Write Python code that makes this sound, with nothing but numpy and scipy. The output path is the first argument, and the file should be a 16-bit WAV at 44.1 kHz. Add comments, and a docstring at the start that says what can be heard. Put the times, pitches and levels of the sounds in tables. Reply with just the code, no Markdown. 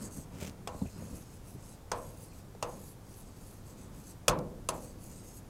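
"""Chalk on a blackboard

Someone writes on a wall blackboard in a quiet classroom, heard through a clip-on microphone.
The chalk lands with a click that sets the board ringing, then hisses along each curve of the letters.
A jacket rustles and bumps near the microphone; under it all lie room rumble and a faint mains hum."""
import sys
import numpy as np
from scipy import signal
from scipy.fft import rfft, irfft, next_fast_len
from scipy.io import wavfile
from scipy.ndimage import uniform_filter1d, map_coordinates

SR = 44100
rng = np.random.default_rng(int(sys.argv[2]) if len(sys.argv) > 2 else 0)


def wav_record(signal):
    """Record a signal, one row per channel, as 16-bit PCM in the file named by sys.argv[1]."""
    frames = np.transpose(np.atleast_2d(signal))
    bounded = np.clip(frames, -1, 1)
    # unit amplitude maps onto the largest positive 16-bit level
    quanta = np.round(bounded * 32767).astype(np.int16)
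    wavfile.write(sys.argv[1], SR, quanta)


N = 242197

# One chalk stroke per curve of a letter. Each row: time of top speed, time speeding up and time
# slowing down in seconds, then the levels of the stick's ring and its sharp edge's hiss in dB.
STROKES = [ (.047, 0.079, 0.057, -49, -58), (.165, 0.092, 0.11, -54.5, -57.5),
           (.80, 0.12, 0.29, -61.5, -66.5), (1.03, 0.22, 0.15, -64, -66), (1.17, 0.16, 0.16, -61, -61.5),
           (1.35, 0.15, 0.076, -67, -67.5), (1.50, 0.11, 0.099, -66.5, -61.5),
           (1.70, 0.17, 0.097, -62, -64.5), (1.99, .08, 0.19, -63, -62), (2.11, 0.094, 0.078, -70, -65.5),
           (2.225, 0.13, .11, -65, -59.5), (2.38, 0.1, 0.074, -65.5, -65), (2.73, 0.12, .11, -63, -63),
           (2.86, 0.16, 0.13, -63, -58), (3.12, 0.098, .09, -67, -65.5), (3.19, .08, 0.075, -66, -59.5),
           (3.27, 0.098, 0.083, -67, -73), (3.50, 0.24, 0.16, -64.5, -62), (3.69, 0.069, 0.095, -65, -65.5),
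           (3.805, .06, 0.1, -63, -65), (3.99, 0.096, .1, -64.5, -63), (4.095, 0.094, 0.07, -59.5, -61.5),
           (4.76, 0.06, 0.054, -58.5, -60), (4.835, .07, 0.15, -61, -60.5), (5.04, 0.081, 0.17, -63, -58.5),
           (5.18, .13, 0.074, -57, -66), (5.27, 0.075, .1, -60.5, -62), (5.38, 0.11, 0.039, -60.5, -59)]


def amp(db):
    """Turn decibels (dB) into a number to multiply a sound by."""
    return 10 ** (np.asarray(db) / 20)


def unit(x):
    """Scale a signal to an average strength (root mean square) of 1."""
    return x / np.sqrt(np.mean(x ** 2) + 1e-20)


def along(points, hz):
    """Read between rows of frequency and value, spacing the octaves evenly."""
    freqs, values = np.transpose(points)
    return np.interp(np.log(hz + 1), np.log(freqs + 1), values)


def wobble(rate):
    """A smooth curve through `rate` random values a second."""
    return map_coordinates(rng.standard_normal(int(N * rate / SR) + 4), [np.arange(N) * rate / SR])


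def coloured(x, tone):
    """Filter x to strength 1 by a tone table, whose levels say how strong each frequency is."""
    size = next_fast_len(len(x) + 8192)
    hz = np.fft.rfftfreq(size, 1 / SR)
    low_cut = 1 / (1 + (tone[0][0] / (hz + 1)) ** 8)
    high_cut = 1 / (1 + (hz / tone[-1][0]) ** 16)
    shaped = rfft(x, size) * amp(along(tone, hz)) * low_cut * high_cut
    return unit(irfft(shaped, size)[:len(x)])


def noise(tone, size):
    """Fresh noise with the given tone, at strength 1."""
    return coloured(rng.standard_normal(size), tone)


def burst(tone, shape):
    """Noise that follows a loudness shape and has the same energy as that shape."""
    return unit(noise(tone, len(shape)) * shape) * np.sqrt(np.mean(shape ** 2))


def fade(t, ring_s):
    """Die away smoothly, dropping 60 dB in ring_s seconds."""
    return np.exp(-np.log(1000) * t / ring_s)


def ringing(notes, t, scatter_db):
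    """A struck object's own notes fade away, with new random strengths at each hit."""
    hz, db, ring_s = np.transpose(notes)[:, :, None]
    gain = amp(db + scatter_db * rng.standard_normal(db.shape)) * rng.choice([-1, 1], db.shape)
    waves = gain * np.sin(2 * np.pi * hz * t) * fade(t, ring_s)
    return waves.sum(axis=0) / np.sqrt(np.sum(gain ** 2) / 2)


def grains(rate, spread_db):
    """Tiny impacts of random size, about `rate` a second."""
    hit = rng.random(N) < rate / SR
    return unit(hit * rng.standard_normal(N) * amp(spread_db * rng.standard_normal(N)))


def add(track, start, sound):
    """Mix a sound into the track at `start` seconds."""
    part = track[max(round(start * SR), 0):][:len(sound)]
    part += sound[:len(part)]


def speed(fastest, rise_s, fall_s):
    """The hand speeds up from rest and slows again: a curve from 0 to 1 and back."""
    progress = np.interp(np.arange(N) / SR - fastest, [-rise_s, 0, fall_s], [0, 1, 0])
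    return np.sin(np.pi / 2 * progress) ** 2


def loudness(speeds, db, power):
    """Combined loudness of several movements, each reaching its level at full speed."""
    return np.linalg.norm(amp(db)[:, None] * speeds ** power, axis=0)


def room():
    """Steady room noise, a swelling deep rumble and the hum of mains electricity."""
    # The room's tone. Each row: frequency in Hz, level in dB.
    room_tone = [(12, -6), (20, 0), (83, -3.5), (158, -4.5), (443, -15.5), (524, -16.5), (891, -20.5),
                 (1110, -23), (1790, -30), (2960, -34.5), (3220, -33.5), (4250, -35.5), (4630, -35),
                 (6840, -34), (15800, -38.5)]
    rumble = amp(-69.5 + 6.1 * wobble(7)) * noise([(25, -1), (40, 11), (70, -25)], N)
    hum = np.sqrt(2) * np.sin(2 * np.pi * 100 * np.arange(N) / SR + 0.47 * wobble(3.49))
    return amp(-51) * noise(room_tone, N) + amp(-58) * hum + rumble


def drifting(x, depth_db):
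    """Narrow bands of pitch come and go as the chalk's contact point travels."""
    bands = signal.stft(x, nperseg=1024)[2]

    def patches(width):
        across_pitch = uniform_filter1d(rng.standard_normal(bands.shape), width, axis=0)
        return unit(uniform_filter1d(across_pitch, size=8, axis=1))  # smooth over time too

    drift = unit(patches(width=3) + patches(width=12))  # thin peaks on broad humps
    return signal.istft(bands * amp(depth_db * drift), nperseg=1024)[1][:N]


def chalk_strokes(speeds):
    """Chalk crumbles in thousands of tiny slips, louder and brighter the faster it moves."""
    # Three tones. Each row: frequency in Hz, level in dB.
    rasp_tone = [(2300, -1.5), (2600, 3.5), (3200, -8.5), (3900, -3), (4700, 1), (5600, -4), (7000, -9)]  # chalk on the board
    stick_tone = [(5600, -13), (6100, -5), (6550, 1), (6850, -3), (7250, -8), (7750, -1), (8000, -2),
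                  (8350, 1), (8900, -5), (9500, -16)]  # the gripped stick ringing
    edge_tone = [(9300, -11), (10100, -1), (10600, 0), (11400, -1), (12300, -10), (13200, -11), (14200, -7),
                 (15100, -12), (16500, -13)]  # its sharp edge ringing
    *_, stick_db, edge_db = np.transpose(STROKES)
    rasp_db = -69 + 0.42 * (stick_db - stick_db.mean())  # louder strokes also rasp more
    slips = drifting(grains(rate=7000, spread_db=1.5), depth_db=3.2)
    grip_db = 0.97 * wobble(70)  # the tip catches and frees
    rasp = loudness(speeds, rasp_db, power=0.51) * coloured(slips, rasp_tone)
    stick = loudness(speeds, stick_db, power=0.93) * coloured(slips, stick_tone)
    edge = loudness(speeds, edge_db, power=1.2) * coloured(slips, edge_tone)
    return amp(grip_db) * (rasp + stick + edge)


def jacket(speeds):
    """The moving arm rubs the cloth, which once brushes the microphone with a crackle."""
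    # Wide arm swings. Each row: time of top speed and half the length in seconds, level in dB.
    swings = [(0.03, .13, -43), (0.181, 0.042, -46.5), (.4, .2, -48), (.615, 0.076, -54), (1, .09, -45.5),
              (1.12, 0.15, -49), (3.86, .25, -53), (5.147, 0.15, -54)]
    # The brush against the microphone. Each row: time in seconds, level in dB.
    brush = [(0.32, -63.5), (0.386, -58.5), (0.426, -45.5), (0.466, -52), (0.472, -47.5), (0.54, -74)]
    # Two tones. Each row: frequency in Hz, level in dB.
    rub_tone = [(29, -22), (50, -22), (70, -5), (97, -3), (183, 2.5), (386, -11), (470, -8), (829, -26.5),
                (890, -18), (3500, -39.5), (4550, -70), (7700, -120)]  # the sleeve rubbing
    crackle_tone = [(500, 18.5), (1000, -1), (1800, 2.5), (2600, 5), (4000, -1.5), (6500, 2), (8500, 0),
                    (11000, -6), (16000, -7)]  # cloth on the microphone
    swing_speeds = np.array([speed(fastest, half, half) for fastest, half, _ in swings])
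    swinging = loudness(swing_speeds, [db for *_, db in swings], power=0.65)
    writing = amp(-58.5) * speeds.max(axis=0)
    rub = np.hypot(swinging, writing) * noise(rub_tone, N)
    brush_db = np.interp(np.arange(N) / SR, *np.transpose(brush), left=-120, right=-120)
    fibres = grains(rate=4000, spread_db=3.5)
    return rub + amp(brush_db) * coloured(fibres, crackle_tone)


def ticks_and_bumps():
    """Small ticks and bumps, two of them from the chalk bouncing on the board."""
    # Tiny dry ticks, and a sharp click as the chalk bounces after its hardest landing.
    # Each row: start in seconds, level in dB.
    ticks = [(0.411, -40), (0.4316, -42), (0.4713, -35), (0.4968, -37.5), (4.296, -22), (4.389, -36.5),
             (4.3925, -43)]
    # Soft body bumps, and a light knock as the chalk rebounds on the board.
    # Each row: start in seconds, low thump level in dB, knock level in dB.
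    bumps = [(.18, -40, -60), (0.332, -41, -63), (0.422, -33.5, -45), (.477, -35.5, -52), (.494, -44, -64),
             (.746, -38, -40), (0.8166, -23.5, -36), (.853, -34, -42), (1.023, -43, -45), (1.128, -34, -48),
             (1.551, -36.5, -63), (2.55, -47, -42.5)]
    # A thump's low notes. Each row: frequency in Hz, level in dB, ring time in seconds.
    thump_notes = [(75.5, -0.5, 0.16), (134, -0.5, 0.097), (193, 1.5, 0.09), (271, -5, 0.1),
                   (392, -7.5, 0.076), (700, -22, 0.023)]
    # Tones of a tick and a knock. Each row: frequency in Hz, level in dB.
    tick_tone = [(1200, 10), (3000, -9), (6000, 6), (10000, -1), (16000, -8)]
    knock_tone = [(200, -7), (400, 2), (700, -5), (1100, -18), (2500, -35), (4500, -25)]
    out, t = np.zeros(N), np.arange(SR // 3) / SR
    for start, db in ticks:
        add(out, start, amp(db) * burst(tick_tone, fade(t, 0.0024)))
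    for start, thump_db, knock_db in bumps:
        thump = amp(thump_db) * ringing(thump_notes, t, scatter_db=2.5) * (1 - fade(t, 0.02))
        knock = amp(knock_db) * burst(knock_tone, (1 - fade(t, 0.0044)) * fade(t, 0.04))
        add(out, start, thump + knock)
    return out


def dense_ring(tone):
    """One second of many notes blurred together, each band of pitch fading at its own speed."""
    # How long board and room ring. Each row: frequency in Hz, ring time in seconds.
    ring_times = [(120, 0.89), (300, 1), (600, 0.55), (1100, 0.36), (2000, 0.28), (3000, 0.26),
                  (6000, 0.074)]
    hz, t, bands = signal.stft(noise(tone, SR), SR, nperseg=256)
    fading = bands * fade(t, along(ring_times, hz)[:, None])
    return signal.istft(fading, SR, nperseg=256)[1][:SR]


def chalk_taps():
    """Each landing clicks in the chalk stick, rings the board's panel and thuds in its frame."""
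    # Each row: start in seconds, then levels in dB of the click, ring, thud, snap, clack and rap.
    landings = [(0.6735, -36.5, -36.5, -47.5, -73, -45, -58), (1.9164, -31, -29.5, -45.5, -59, -60, -34),
                (2.626, -31, -32.5, -45, -59, -35.5, -51), (4.281, -16, -21, -31, -29, -21.5, -23),
                (4.6882, -25.5, -30, -41.5, -29, -34.5, -65)]
    # The panel's own notes. Each row: frequency in Hz, level in dB, ring time in seconds.
    panel_notes = [(413, -13, 0.75), (483, 3.5, 0.47), (500, 1.5, 0.51), (612, 3.5, 0.3), (690, -2, 0.27),
                   (821, -0.5, 0.4), (960, 2.5, 0.23), (1037, -10, 0.31), (1087, -5, 0.27),
                   (1134, -11, 0.45), (1297, 1.5, 0.16), (1335, -12, 0.11), (1340, -13.5, 0.3),
                   (1445, -34, 0.13), (1620, -22, 0.24), (1806, -14, 0.27)]
    # Six tones. Each row: frequency in Hz, level in dB.
    click_tone = [(2800, -17), (3300, 3.5), (3800, -4), (4500, -2.5), (5200, -1.5), (5600, -6), (6150, 5.5),
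                  (7000, -1), (7900, -1), (8800, -2), (9600, -11), (11500, -13), (13500, -14), (16000, -18)]  # the chalk stick
    clack_tone = [(2200, -12), (2550, 7.5), (2800, 7.5), (3300, -23)]  # its lowest note as it bends
    snap_tone = [(9200, -18), (9800, 3), (10400, 1), (11200, -4)]  # its crushed tip
    rap_tone = [(1350, 9), (1550, -3), (1780, -6), (1950, -28), (2300, -1)]  # the board's hard face
    panel_tone = [(300, -28), (430, -6.5), (500, 3), (750, -3.5), (1050, 3), (1350, -8), (1700, -16.5),
                  (2200, -18.5), (2600, -17.5), (3500, -22.5), (6000, -14.5)]  # the panel's blurred ring
    thud_tone = [(30, 6), (60, -8), (100, -4.5), (150, 0), (250, -3.5), (380, -5), (520, -18)]  # the frame
    out, t = np.zeros(N), np.arange(SR) / SR
    onset = 1 - fade(t, 0.004)
    # A dry crack, then its scatter off the board and the writer.
    crack = onset * (fade(t, 0.015) + amp(-10) * fade(t, 0.079))
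    for start, click_db, ring_db, thud_db, snap_db, clack_db, rap_db in landings:
        stick = amp(click_db) * burst(click_tone, crack) + amp(clack_db) * burst(clack_tone, crack)
        tip = amp(snap_db) * burst(snap_tone, crack)
        rap = amp(rap_db) * burst(rap_tone, onset * (fade(t, 0.028) + amp(-15) * fade(t, 0.3)))
        knock = amp(5) * burst(panel_tone, onset * fade(t, 0.025))
        ring = amp(-9) * ringing(panel_notes, t, scatter_db=-2) + amp(-6) * dense_ring(panel_tone)
        panel = amp(ring_db) * (knock + onset * ring)
        frame = amp(thud_db) * onset * dense_ring(thud_tone)
        add(out, start, stick + tip + rap + panel + frame)
        echo = amp(ring_db - 18.5) * dense_ring(panel_tone) * (1 - fade(t, 0.03)) * fade(t, 0.33)
        add(out, start + 0.042, echo)  # the far wall returns the panel's ring
    return out


def chalk_chirps():
    """The tip catches briefly and sets the stick's lowest note ringing."""
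    # Each row: start in seconds, level in dB.
    catches = [(.862, -52.5), (.882, -58), (2.322, -59)]
    out, t = np.zeros(N), np.arange(SR // 4) / SR
    shape = (1 - fade(t, 0.015)) * fade(t, 0.059)
    for start, db in catches:
        add(out, start, amp(db) * burst([(2350, -9), (2560, 0), (2800, -11)], shape))
    return out


def scene():
    """Mix all sounds into one channel; the hand's speed drives both chalk and sleeve."""
    speeds = np.array([speed(fastest, rise_s, fall_s) for fastest, rise_s, fall_s, *_ in STROKES])
    chalk = chalk_strokes(speeds) + chalk_chirps() + chalk_taps()
    return (chalk + jacket(speeds) + ticks_and_bumps() + room())[None]


def record(dry):
    """Cut off the very highest treble."""
    top_hz = 15830
    size = next_fast_len(N + SR // 2)
    kept = np.fft.rfftfreq(size, 1 / SR) < top_hz
    return irfft(rfft(dry, size) * kept, size)[:, :N]


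dry = scene()
out = record(dry)
wav_record(out)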